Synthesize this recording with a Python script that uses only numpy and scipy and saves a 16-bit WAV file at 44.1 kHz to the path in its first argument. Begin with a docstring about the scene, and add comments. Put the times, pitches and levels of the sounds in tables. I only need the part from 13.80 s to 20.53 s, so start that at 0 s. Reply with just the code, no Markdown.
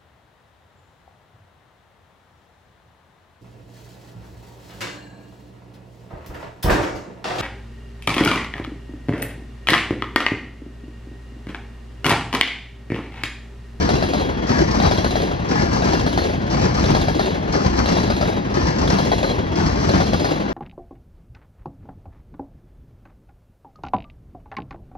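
"""Steel wheels clack over a rail joint and a deep rumble: a freight train rolls by, one car a second.
Each group of four axles roars and hisses over rough rail on the left, then hammers over the joint
a little ahead in two pairs of clacks. Every wheel knocks again a moment later and rings on while
loose gear rattles. Rubbed wheels sing, hollow hopper cars thud, and twice a leading wheel
hits the rough rail with a loud clank."""
import sys
import numpy as np
from scipy import signal
from scipy.fft import rfft, irfft
from scipy.io import wavfile
from scipy.ndimage import uniform_filter1d

SR = 44100
rng = np.random.default_rng(int(sys.argv[2]) if len(sys.argv) > 2 else 0)


def persist_wave(psi):
    """Save psi, clipped to +-1, as 16-bit WAV."""
    counts = np.round(np.clip(psi, -1, 1) * 32767).astype(np.int16)
    wavfile.write(sys.argv[1], SR, np.atleast_2d(counts).T)


N = 296793
TIME = np.arange(N) / SR
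HZ = np.fft.rfftfreq(N, 1 / SR)
SPEED_M_PER_S = 16
SECOND_KNOCK_S = 0.0629  # wait between a wheel's two knocks

# Levels in the tables are relative: each layer adds its own gain.
# Tone colours, or how strong each pitch is in a noise: f/Hz, level/dB
BODY_RUMBLE = [(20, -43), (32, -12.5), (45, -4), (62, 1), (130, -3), (200, -1.15), (280, -7.5), (400, -19),
               (700, -70), (9000, -80)]  # car bodies rumbling
TRUCK_ROAR = [(120, -30), (220, -3.5), (330, 0.5), (480, -3), (680, -4), (950, -8), (1350, -14),
              (1750, -12.5), (2300, -19.5), (3200, -23), (6000, -34), (10000, -88)]  # a rolling truck (the frame that holds two axles)
TRUCK_BOOM = [(70, -31), (160, 13), (270, -8), (450, -37), (1200, -68)]  # a truck booming on rough rail
TRUCK_GRIND = [(250, -23), (600, 8.5), (1250, 7.5), (2000, -8), (3000, -12), (5800, -7), (8000, -30),
               (15500, -46)]  # a truck grinding over a dent
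TRUCK_CLATTER = [(100, -62), (280, 9), (430, 6.5), (740, 1), (1000, -6), (1300, -25), (1650, -19),
                 (2200, -13), (3200, -19.5), (4700, -47), (5600, -24), (7000, -24), (8500, -38),
                 (11000, -41), (15500, -50)]  # a truck shaken by a joint
TREAD_HISS = [(1000, -18), (2000, -8), (2800, -21.5), (4000, 4), (5500, 7), (6300, 1), (7300, -4.5),
              (8500, -20), (10500, -22), (13000, -28), (15500, -25)]  # the tread, the running surface of a wheel
WHEEL_SCRUB = [(900, -53), (1800, 8), (2600, -0.5), (3600, 5.5), (4400, 5), (5400, -1), (6600, -4.5),
               (7600, -42), (8500, -7), (10500, -17), (13000, -22), (15500, -18)]  # a shaken wheel scraping the rail
STEEL_CRACK = [(800, 13.5), (1650, 9), (2200, -19), (2750, -28), (3100, 3.5), (4000, 2), (4850, 0.5),
               (5400, -8), (6400, -17), (7600, -5), (11000, -21.5), (15500, -30)]  # steel snapping on steel
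# The notes a struck part rings with: f/Hz, level/dB, time to fade by 60 dB/s
WHEEL_MODES = [(1640, 5.5, 0.19), (2723, 1.5, 0.17), (3307, 5.5, 0.14), (3930, 1, 0.21), (4140, 0, 0.18),
               (4470, -1, 0.15), (4890, -6, 0.18), (5110, -5, 0.25), (6410, 1.5, 0.057)]  # a steel wheel
FRAME_MODES = [(429, 1.5, 0.095), (607, 4, 0.08), (745, 1.5, 0.062), (896, 4.5, 0.035), (1334, -0.5, 0.047),
               (1630, 6, 0.027)]  # the truck's side frame and the rail
# How sound from a place reaches both sides: f/Hz, left over right/dB, left lead/rad, likeness (0-1)
FROM_LEFT = [(40, 0.2, 0.34, 1), (198, 1.1, 0.63, 0.97), (497, 1.5, 2.17, 0.85), (990, 10.5, 2.75, 0.82),
             (1680, 7.5, 2.6, 0.82), (2400, 7, 5.5, 0.25), (3050, -4, 3, 0.2), (3750, 1, 2.8, 0.55),
             (4500, -5, 0.7, 0.72), (5150, -0.5, 2.4, 0.78), (5850, -0.5, 1.2, 0.8),
             (6350, -0.3, -1.9, 0.45), (7000, 0, -3.2, 0.6), (7900, 0, -3.2, 0.65), (8400, 0, -3.14, 0.98),
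             (8900, 0, -3.14, 0.97), (10700, 0, 0, 0.95), (12000, 0, 0, 0.95), (13500, 0, 3.14, 0.99)]
FROM_JOINT = [(40, -0.2, 0.3, 0.95), (200, 0.9, 0.6, 0.93), (500, 2.9, 1.7, 0.9), (950, 5.9, 2.3, 0.87),
              (1800, 3.4, 2.6, 0.82), (2350, -0.9, 2.4, 0.46), (2800, -6.5, 0.4, 0.35),
              (3300, -0.1, 0.2, 0.87), (4200, 1.3, -0.2, 0.92), (5000, 1.6, -0.6, 0.8),
              (5800, -0.4, -1.2, 0.39), (6500, -4.4, -3.4, 0.3), (7300, 0.5, -3.3, 0.81),
              (8100, 0, -3.14, 0.99), (8800, 0, -3.14, 0.99), (10500, 0, 0, 0.9), (12200, 0, 0, 0.9),
              (13700, 0, 3.14, 0.99)]
# Two coupled car ends pass on four axles: first axle at the joint t/s, roar and hiss/dB, rumble/dB
CAR_ENDS = [(-0.0205, 1, 0.5), (1.002, 0, 0), (2.021, 0, 0), (3.034, -0.5, 1), (4.055, 0, 0.5),
            (5.074, -0.5, 1), (6.089, -0.5, 1), (7.107, 1.5, -4)]
# Those four axles: t/s after the first, roar/dB, hiss/dB
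AXLES = [(0.0005, 2.5, 2), (0.112, -1.5, -3.5), (0.243, -2.5, 1), (0.3557, 0.5, -0.5)]
# Bumps that repeat for every car: t/s after its first axle, level/dB
AFTER_KNOCKS = [(0.394, -27), (0.425, -31.5), (0.468, -31), (0.508, -28), (0.59, -32), (0.642, -31)]  # the last wheel's second knock and the soft clatter after the clacks
DENT_JOLTS = [(-0.268, -28), (-0.062, -24.5)]  # dents in the rough rail
# Single hits: t/s, level/dB
WHEEL_BITES = [(2.708, -38), (3.724, -35), (4.741, -38), (5.757, -41)]  # a leading wheel meets the rough rail
DENT_SLAMS = [(1.045, -17), (2.066, -24), (3.086, -18.5), (4.11, -30), (5.122, -20), (6.133, -18)]  # a truck drops into the deepest dent
LOUD_WHEEL_CLANKS = [(0.69, -19), (1.71, -19.5)]  # a leading wheel hits the rough rail hard
# A jolted, hollow car body thuds: t/s, f/Hz, level/dB
BODY_THUDS = [(0.695, 237, -14), (0.801, 150, -16.5), (1.057, 74, -12.5), (1.116, 112, -17.5),
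              (1.713, 304, -13), (1.82, 348, -17), (2.058, 208, -19), (2.739, 208, -17.5),
              (3.058, 139, -15), (3.094, 134, -12), (3.853, 200, -14), (4.765, 362, -14),
              (5.119, 199.3, -12), (6.131, 183, -10.5)]
# A rubbed wheel sings: t/s, length/s, f/Hz, level/dB
WHEEL_SONGS = [(0.094, 0.22, 4040, -45), (0.17, 0.6, 3310, -47), (0.41, 0.05, 3300, -39),
               (0.721, 0.1, 1664, -28), (1.031, 0.073, 3910, -34), (1.132, 0.12, 4080, -43),
               (1.165, 0.057, 3280, -40), (1.234, 0.36, 3270, -49), (0.326, 0.11, 4030, -41),
               (1.366, 0.12, 4020, -46), (3.408, 0.09, 2750, -39), (4.405, 0.11, 4740, -52),
               (1.743, 0.15, 1714, -29.5), (2.135, 0.088, 2780, -38), (2.378, 0.075, 4140, -43),
               (2.386, 0.09, 4370, -41), (3.139, 0.45, 3960, -44), (3.193, 0.53, 3400, -49),
               (3.415, 0.102, 4400, -41), (4.057, 0.41, 4020, -42), (4.421, 0.2, 3830, -47.5),
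               (5.196, 0.76, 3325, -47.5), (5.317, 0.068, 4020, -42), (5.43, 0.1, 4060, -35),
               (5.492, 0.037, 3300, -33.5), (6.199, 0.34, 4150, -44), (6.265, 0.35, 3380, -48.5),
               (6.326, 0.25, 4940, -44)]
# A wheel hits the joint: t/s, blow level/dB, snap level/dB, snap f/Hz
JOINT_CLACKS = [(0.09, -7, -17.5, 4120), (0.224, -7, -21, 4330), (0.334, -7.5, -22.5, 4800),
                (1.0, -9.5, -18.5, 3900), (1.111, -7, -19.5, 5000), (1.244, -7, -18, 4140),
                (1.355, -7, -22, 4070), (2.022, -8, -24, 3900), (2.133, -6.5, -22, 4540),
                (2.264, -8, -19.5, 4150), (2.375, -6, -19.5, 4410), (3.04, -10.5, -18, 3890),
                (3.149, -6, -18.5, 4170), (3.283, -6.5, -22, 4830), (3.394, -7, -20.5, 4480),
                (4.058, -11, -18.5, 4000), (4.168, -7, -22, 4100), (4.301, -7.5, -20.5, 4900),
                (4.411, -6.5, -22, 4790), (5.076, -15, -18, 3580), (5.186, -6.5, -19.5, 4220),
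                (5.317, -5, -20, 4160), (5.429, -7.5, -22, 3700), (6.091, -8, -18.5, 4070),
                (6.201, -6.5, -23.5, 4060), (6.333, -5.5, -20, 4830), (6.444, -6.5, -21.5, 4900)]


def amp(db):
    """Turns decibels into a gain."""
    return 10 ** (np.asarray(db) / 20)


def unit(x):
    """Scales a signal to an average power of 1."""
    return x / np.sqrt(np.mean(x ** 2) + 1e-20)


def noise():
    """Two unrelated white noises."""
    return rng.standard_normal((2, N))


def add(mix, start_s, sound):
    """Lays a sound into the mix at a time."""
    part = mix[int(start_s * SR):][:len(sound)]
    part += sound[:len(part)]


def curves(table):
    """Joins a table's rows into curves over frequency, one for each later column."""
    hz, *columns = np.transpose(table)
    return [np.interp(np.log(HZ + 1), np.log(hz + 1), column) for column in columns]


def colour(x, spectrum):
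    """Gives a sound a tone colour; white noise keeps its power."""
    return irfft(rfft(x) * unit(amp(curves(spectrum)[0])), N)


def place(pair, direction):
    """Blends two unrelated signals into the left and right sides of one source."""
    tilt_db, lead, likeness = curves(direction)
    likeness = np.clip(likeness, 0, 1)
    left, other = rfft(pair)
    right = (likeness * left + np.sqrt(1 - likeness ** 2) * other) * np.exp(-1j * lead)
    return irfft(np.array([left * amp(tilt_db / 2), right * amp(-tilt_db / 2)]), N)


def strikes(times, db):
    """One sharp click at each time, in seconds."""
    heard = (times >= 0) & (times < N / SR)
    return np.bincount((times[heard] * SR).astype(int), amp(db)[heard], N)


def every_car(bumps):
    """The same pattern of clicks for each passing car."""
    times, db = np.transpose([(car[0] + after, db) for car in CAR_ENDS for after, db in bumps])
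    return strikes(times, db)


def fade(clicks, rise_s, decay_s):
    """Turns each click into a loudness curve that swells and dies away."""
    t = TIME[:SR]
    shape = (1 - np.exp(-t / rise_s)) * np.exp(-t / decay_s)
    return signal.fftconvolve(clicks, shape / shape.max())[:N]


def rattles(per_s, spread_db, decay_s):
    """The loudness curve of small, random knocks of uneven size."""
    size = amp(spread_db * np.minimum(rng.exponential(1, N), 2))
    clicks = size * (rng.random(N) < per_s / SR)
    return unit(fade(clicks, decay_s / 10, decay_s))


def patchy(flare_db, width_hz, length_s):
    """Two unrelated noises in which narrow bands of pitch flare up and fade."""
    block, hop = 2048, 512
    a, b, c, d, flares = rng.standard_normal((5, block // 2 + 1, N // hop + 3))
    flares = uniform_filter1d(flares, max(1, round(width_hz * block / SR)), axis=0)
    flares = uniform_filter1d(flares, max(1, round(length_s * SR / hop)), axis=1)
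    spectra = np.array([a + 1j * b, c + 1j * d]) * amp(flare_db * np.minimum(unit(flares), 2))
    return unit(signal.istft(spectra, nperseg=block, noverlap=block - hop)[1][:, :N])


def modes(table, t):
    """The fading pure tones that a struck part rings with."""
    return sum(amp(db - 60 * t / fade_s) * np.sin(2 * np.pi * hz * t) for hz, db, fade_s in table)


def chime(hz, width_hz, decay_s):
    """A brief, gritty ring of steel around one pitch."""
    t = TIME[:SR // 10]
    span = max(1, round(SR / width_hz))
    grit = uniform_filter1d(uniform_filter1d(rng.standard_normal((2, len(t))), span), span)
    shape = np.minimum(t / 0.0005, 1) * np.exp(-t / decay_s)
    tone = ((grit[0] + 1j * grit[1]) * np.exp(2j * np.pi * hz * t)).real
    return unit(tone * shape) * np.sqrt(np.mean(shape ** 2))


def nearness(times, db, distance_m, falloff):
    """The loudness curve of things rolling by, each closest at its given time."""
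    coarse_time = TIME[::64]
    along_m = SPEED_M_PER_S * (coarse_time - times[:, None])
    power = (1 + (along_m / distance_m) ** 2) ** -falloff
    gain = np.sqrt(amp(db) ** 2 @ power / power.sum(0).max())
    return np.interp(TIME, coarse_time, gain)


def far_train():
    """The rest of the train roars further down the line, filling the gaps between trucks."""
    roar = colour(patchy(flare_db=3, width_hz=60, length_s=0.15), TRUCK_ROAR)
    return place(amp(-32) * roar, FROM_JOINT)


def after_knocks():
    """The last wheel's second knock, then dull, soft clatter after each group of clacks."""
    shaken = fade(every_car(AFTER_KNOCKS), rise_s=0.0039, decay_s=0.031)
    clatter = colour(noise() * shaken, TRUCK_CLATTER)
    body = amp(2) * colour(noise() * shaken, TRUCK_ROAR)
    scrape = amp(-17) * colour(noise() * shaken, WHEEL_SCRUB)
    return place(clatter + body + scrape, FROM_JOINT)


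def singing_wheels():
    """Rubbed wheels sing in grainy, fluttering tones that sink a little in pitch."""
    out = np.zeros((2, N))
    for start, length, hz, db in WHEEL_SONGS:
        t = TIME[:int(length * SR)]
        wander, flutter, grain, grip = (unit(uniform_filter1d(rng.standard_normal(SR), span))[:len(t)]
                                        for span in (260, 260, 260, 1500))
        pitch = hz * (1 - 0.02 * (t - length / 2) + 0.003 * wander)
        pure = np.exp(2j * np.pi * np.cumsum(pitch) / SR)
        grainy = (pure * (1 + 0.4 * (flutter + 1j * grain))).real
        shape = amp(2.5 * grip) * signal.windows.tukey(len(t), 0.3) * np.exp(-t / 1.2)
        add(out[0], start, amp(db) * unit(grainy * shape))
    return place(out, FROM_JOINT)


def wheel_bites():
    """A leading wheel meets the rough rail with a short, bright chink."""
    bitten = fade(strikes(*np.transpose(WHEEL_BITES)), rise_s=0.0018, decay_s=0.0093)
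    out = amp(2) * colour(noise() * bitten, TREAD_HISS)
    for start, db in WHEEL_BITES:
        add(out[0], start + 0.0022, amp(db - 5) * chime(5300, width_hz=320, decay_s=0.012))
    return place(out, FROM_LEFT)


def body_thuds():
    """A hollow car body gives a short, dull note, with a weaker one below and above."""
    t, out = TIME[:SR // 6], np.zeros((2, N))
    rise_s = 0.011
    shape = t / rise_s * np.exp(1 - t / rise_s)
    for start, hz, db in BODY_THUDS:
        boom = sum(amp(mode_db) * np.sin(2 * np.pi * (hz * ratio * t + rng.random()))
                   for ratio, mode_db in ((0.5, -10), (1, -2), (1.6, -10)))
        add(out[0], start, amp(db) * boom * shape)
    return place(out, FROM_LEFT)


def loud_wheel_clanks():
    """A leading wheel hits the rough rail with a loud, booming clank; a rush of rattling follows."""
    hits = strikes(*np.transpose(LOUD_WHEEL_CLANKS))
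    rush = fade(hits, rise_s=0.0034, decay_s=0.075)
    bright_gain = amp(-15) * fade(hits, rise_s=0.0013, decay_s=0.015) + amp(-22) * rush
    body_gain = amp(-8) * fade(hits, rise_s=0.0013, decay_s=0.017) + amp(-5) * rush
    bright = colour(noise() * bright_gain, TREAD_HISS)
    body = colour(noise() * body_gain, TRUCK_ROAR)
    boom = amp(-0.5) * colour(noise() * fade(hits, rise_s=0.0046, decay_s=0.075), TRUCK_BOOM)
    return place(bright + body + boom, FROM_LEFT)


def dent_jolts():
    """Dents in the rail shake the trucks into short, gritty swells; at the deepest they slam down."""
    shaken = fade(every_car(DENT_JOLTS), rise_s=0.0036, decay_s=0.026)
    slammed = fade(strikes(*np.transpose(DENT_SLAMS)), rise_s=0.006, decay_s=0.028)
    grind = colour(noise() * (shaken + amp(-6.5) * slammed), TRUCK_GRIND)
    roar = amp(-1) * colour(noise() * slammed, TRUCK_ROAR)
    boom = amp(-1) * colour(noise() * slammed, TRUCK_BOOM)
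    return place(grind + roar + boom, FROM_LEFT)


def rolling():
    """Cars rumble, trucks roar and treads hiss as they come near; each wheel surges on the rough rail."""
    at_joint, roar_db, hiss_db, rumble_db = np.transpose([
        (start + after, roar + rush, hiss + rush, rumble)
        for start, rush, rumble in CAR_ENDS for after, roar, hiss in AXLES])
    # an axle meets the rough rail, then passes the listener, then reaches the joint
    at_rough, at_nearest = at_joint - 0.3348, at_joint - 0.2
    hiss_surge = fade(strikes(at_rough, hiss_db), rise_s=0.002, decay_s=0.08)
    roar_surge = fade(strikes(at_rough + 0.0013, roar_db), rise_s=0.0078, decay_s=0.079)
    boom_surge = fade(strikes(at_rough + 0.024, roar_db), rise_s=0.015, decay_s=0.021)
    rumble_swell = nearness(at_joint - 0.18, rumble_db, distance_m=3.62, falloff=1.31)
    roar_swell = nearness(at_nearest, roar_db, distance_m=2.43, falloff=1.5)
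    hiss_swell = nearness(at_nearest, hiss_db, distance_m=1.8, falloff=2.9)
    shake = rattles(per_s=110, spread_db=2, decay_s=0.007)
    body = patchy(flare_db=1.5, width_hz=30, length_s=0.11) * unit(1 + 0.5 * shake)
    rumble = amp(-20.5) * rumble_swell * colour(body, BODY_RUMBLE)
    boom = amp(-27) * boom_surge * colour(noise(), TRUCK_BOOM)
    truck = patchy(flare_db=3, width_hz=70, length_s=0.09) * unit(1 + 0.44 * shake)
    roar = np.hypot(amp(-24.5) * roar_swell, amp(-23.5) * roar_surge) * colour(truck, TRUCK_ROAR)
    tread = patchy(flare_db=2, width_hz=90, length_s=0.05) * unit(1 + 0.49 * shake)
    hiss = np.hypot(amp(-36.5) * hiss_swell, amp(-34.2) * hiss_surge) * colour(tread, TREAD_HISS)
    return place(rumble + boom + roar + hiss, FROM_LEFT)


def frame_knock():
    """One blow on the truck frame: a hard, short thud, then five small bounces that make it ring."""
    t = TIME[:SR // 10]
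    tuning = 1 + 0.06 * rng.standard_normal()
    rise_s = 0.0021
    thud = (t / rise_s * np.exp(1 - t / rise_s)) ** 2 * np.sin(2 * np.pi * 660 * tuning * t)
    bounces = np.zeros(len(t))
    bounce_s = rng.uniform(0.00585, 0.021, size=5)
    bounces[(bounce_s * SR).astype(int)] = rng.choice([-1, 1], size=5)
    chatter = signal.fftconvolve(bounces, modes(FRAME_MODES, t * tuning))[:len(t)]
    return thud + amp(-20) * chatter


def truck_clatter(times, db):
    """Both knocks of a wheel shake its truck; each truck's second wheel also jangles the brake gear."""
    first = amp(-18.5) * fade(strikes(times, db), rise_s=0.0059, decay_s=0.029)
    second = amp(-16) * fade(strikes(times + SECOND_KNOCK_S, db), rise_s=0.012, decay_s=0.027)
    jangle = amp(-20) * fade(strikes(times[::2], db[::2]), rise_s=0.0035, decay_s=0.026)
    return colour(noise() * (first + second), TRUCK_CLATTER) + colour(noise() * jangle, TRUCK_GRIND)


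def wheel_ring(shaking):
    """A shaken wheel rings with its own notes; wheels differ slightly in size, and so in pitch."""
    t = TIME[:SR // 4]
    one_ring = unit(modes(WHEEL_MODES, t)) / np.sqrt(len(t))
    ringing = signal.fftconvolve(shaking, one_ring[None], axes=1)[:, :N]
    # a slowly swaying delay bends the pitch from wheel to wheel
    delay_s = 0.0006 * np.sin(2 * np.pi * (1.7 * TIME + rng.random()))
    return np.array([np.interp(TIME - delay_s, TIME, side) for side in ringing])


def struck_wheels(times, db):
    """Each wheel cracks twice against the rail, then scrapes and rings as it rolls away."""
    first, second = strikes(times, db), strikes(times + SECOND_KNOCK_S, db)
    crack_gain = amp(1.5) * fade(first, rise_s=0.0003, decay_s=0.005)
    crack_gain += fade(second, rise_s=0.0026, decay_s=0.0034)
    scrub_gain = fade(first + amp(-10) * second, rise_s=0.0028, decay_s=0.095)
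    faint_tones = patchy(flare_db=4, width_hz=70, length_s=0.08)
    crack = amp(-3.5) * colour(noise() * crack_gain, STEEL_CRACK)
    scrub = amp(-16.5) * colour(faint_tones * scrub_gain, WHEEL_SCRUB)
    ring_gain = amp(-11.5) * crack_gain + amp(-34) * scrub_gain + amp(-47)
    return crack + scrub + wheel_ring(noise() * ring_gain)


def joint_clacks():
    """Wheels hammer over the rail joint: each gives a knock, a snap, a clatter and a ring."""
    knocks = np.zeros((2, N))
    for start, blow_db, snap_db, snap_hz in JOINT_CLACKS:
        add(knocks[0], start, amp(blow_db - 2.5) * frame_knock())
        add(knocks[0], start, amp(snap_db - 9) * chime(snap_hz, width_hz=600, decay_s=0.009))
        for side in (1, 0):  # the dry crack of the side frame
            add(knocks[side], start, amp(snap_db - 5) * chime(1695, width_hz=1800, decay_s=0.004))
    times, blows_db, snaps_db, _ = np.transpose(JOINT_CLACKS)
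    return place(knocks + truck_clatter(times, blows_db) + struck_wheels(times, snaps_db), FROM_JOINT)


def scene():
    """The train in open air, heard from beside the track."""
    running = rolling() + far_train() + wheel_bites() + dent_jolts()
    clacking = joint_clacks() + after_knocks()
    return running + clacking + singing_wheels() + loud_wheel_clanks() + body_thuds()


def record(dry):
    """Cuts away the very highest treble."""
    low_pass = signal.firwin(511, cutoff=15850, window=("kaiser", 9), fs=SR)
    return signal.oaconvolve(dry, low_pass[None], "same")


dry = scene()
out = record(dry)
persist_wave(out)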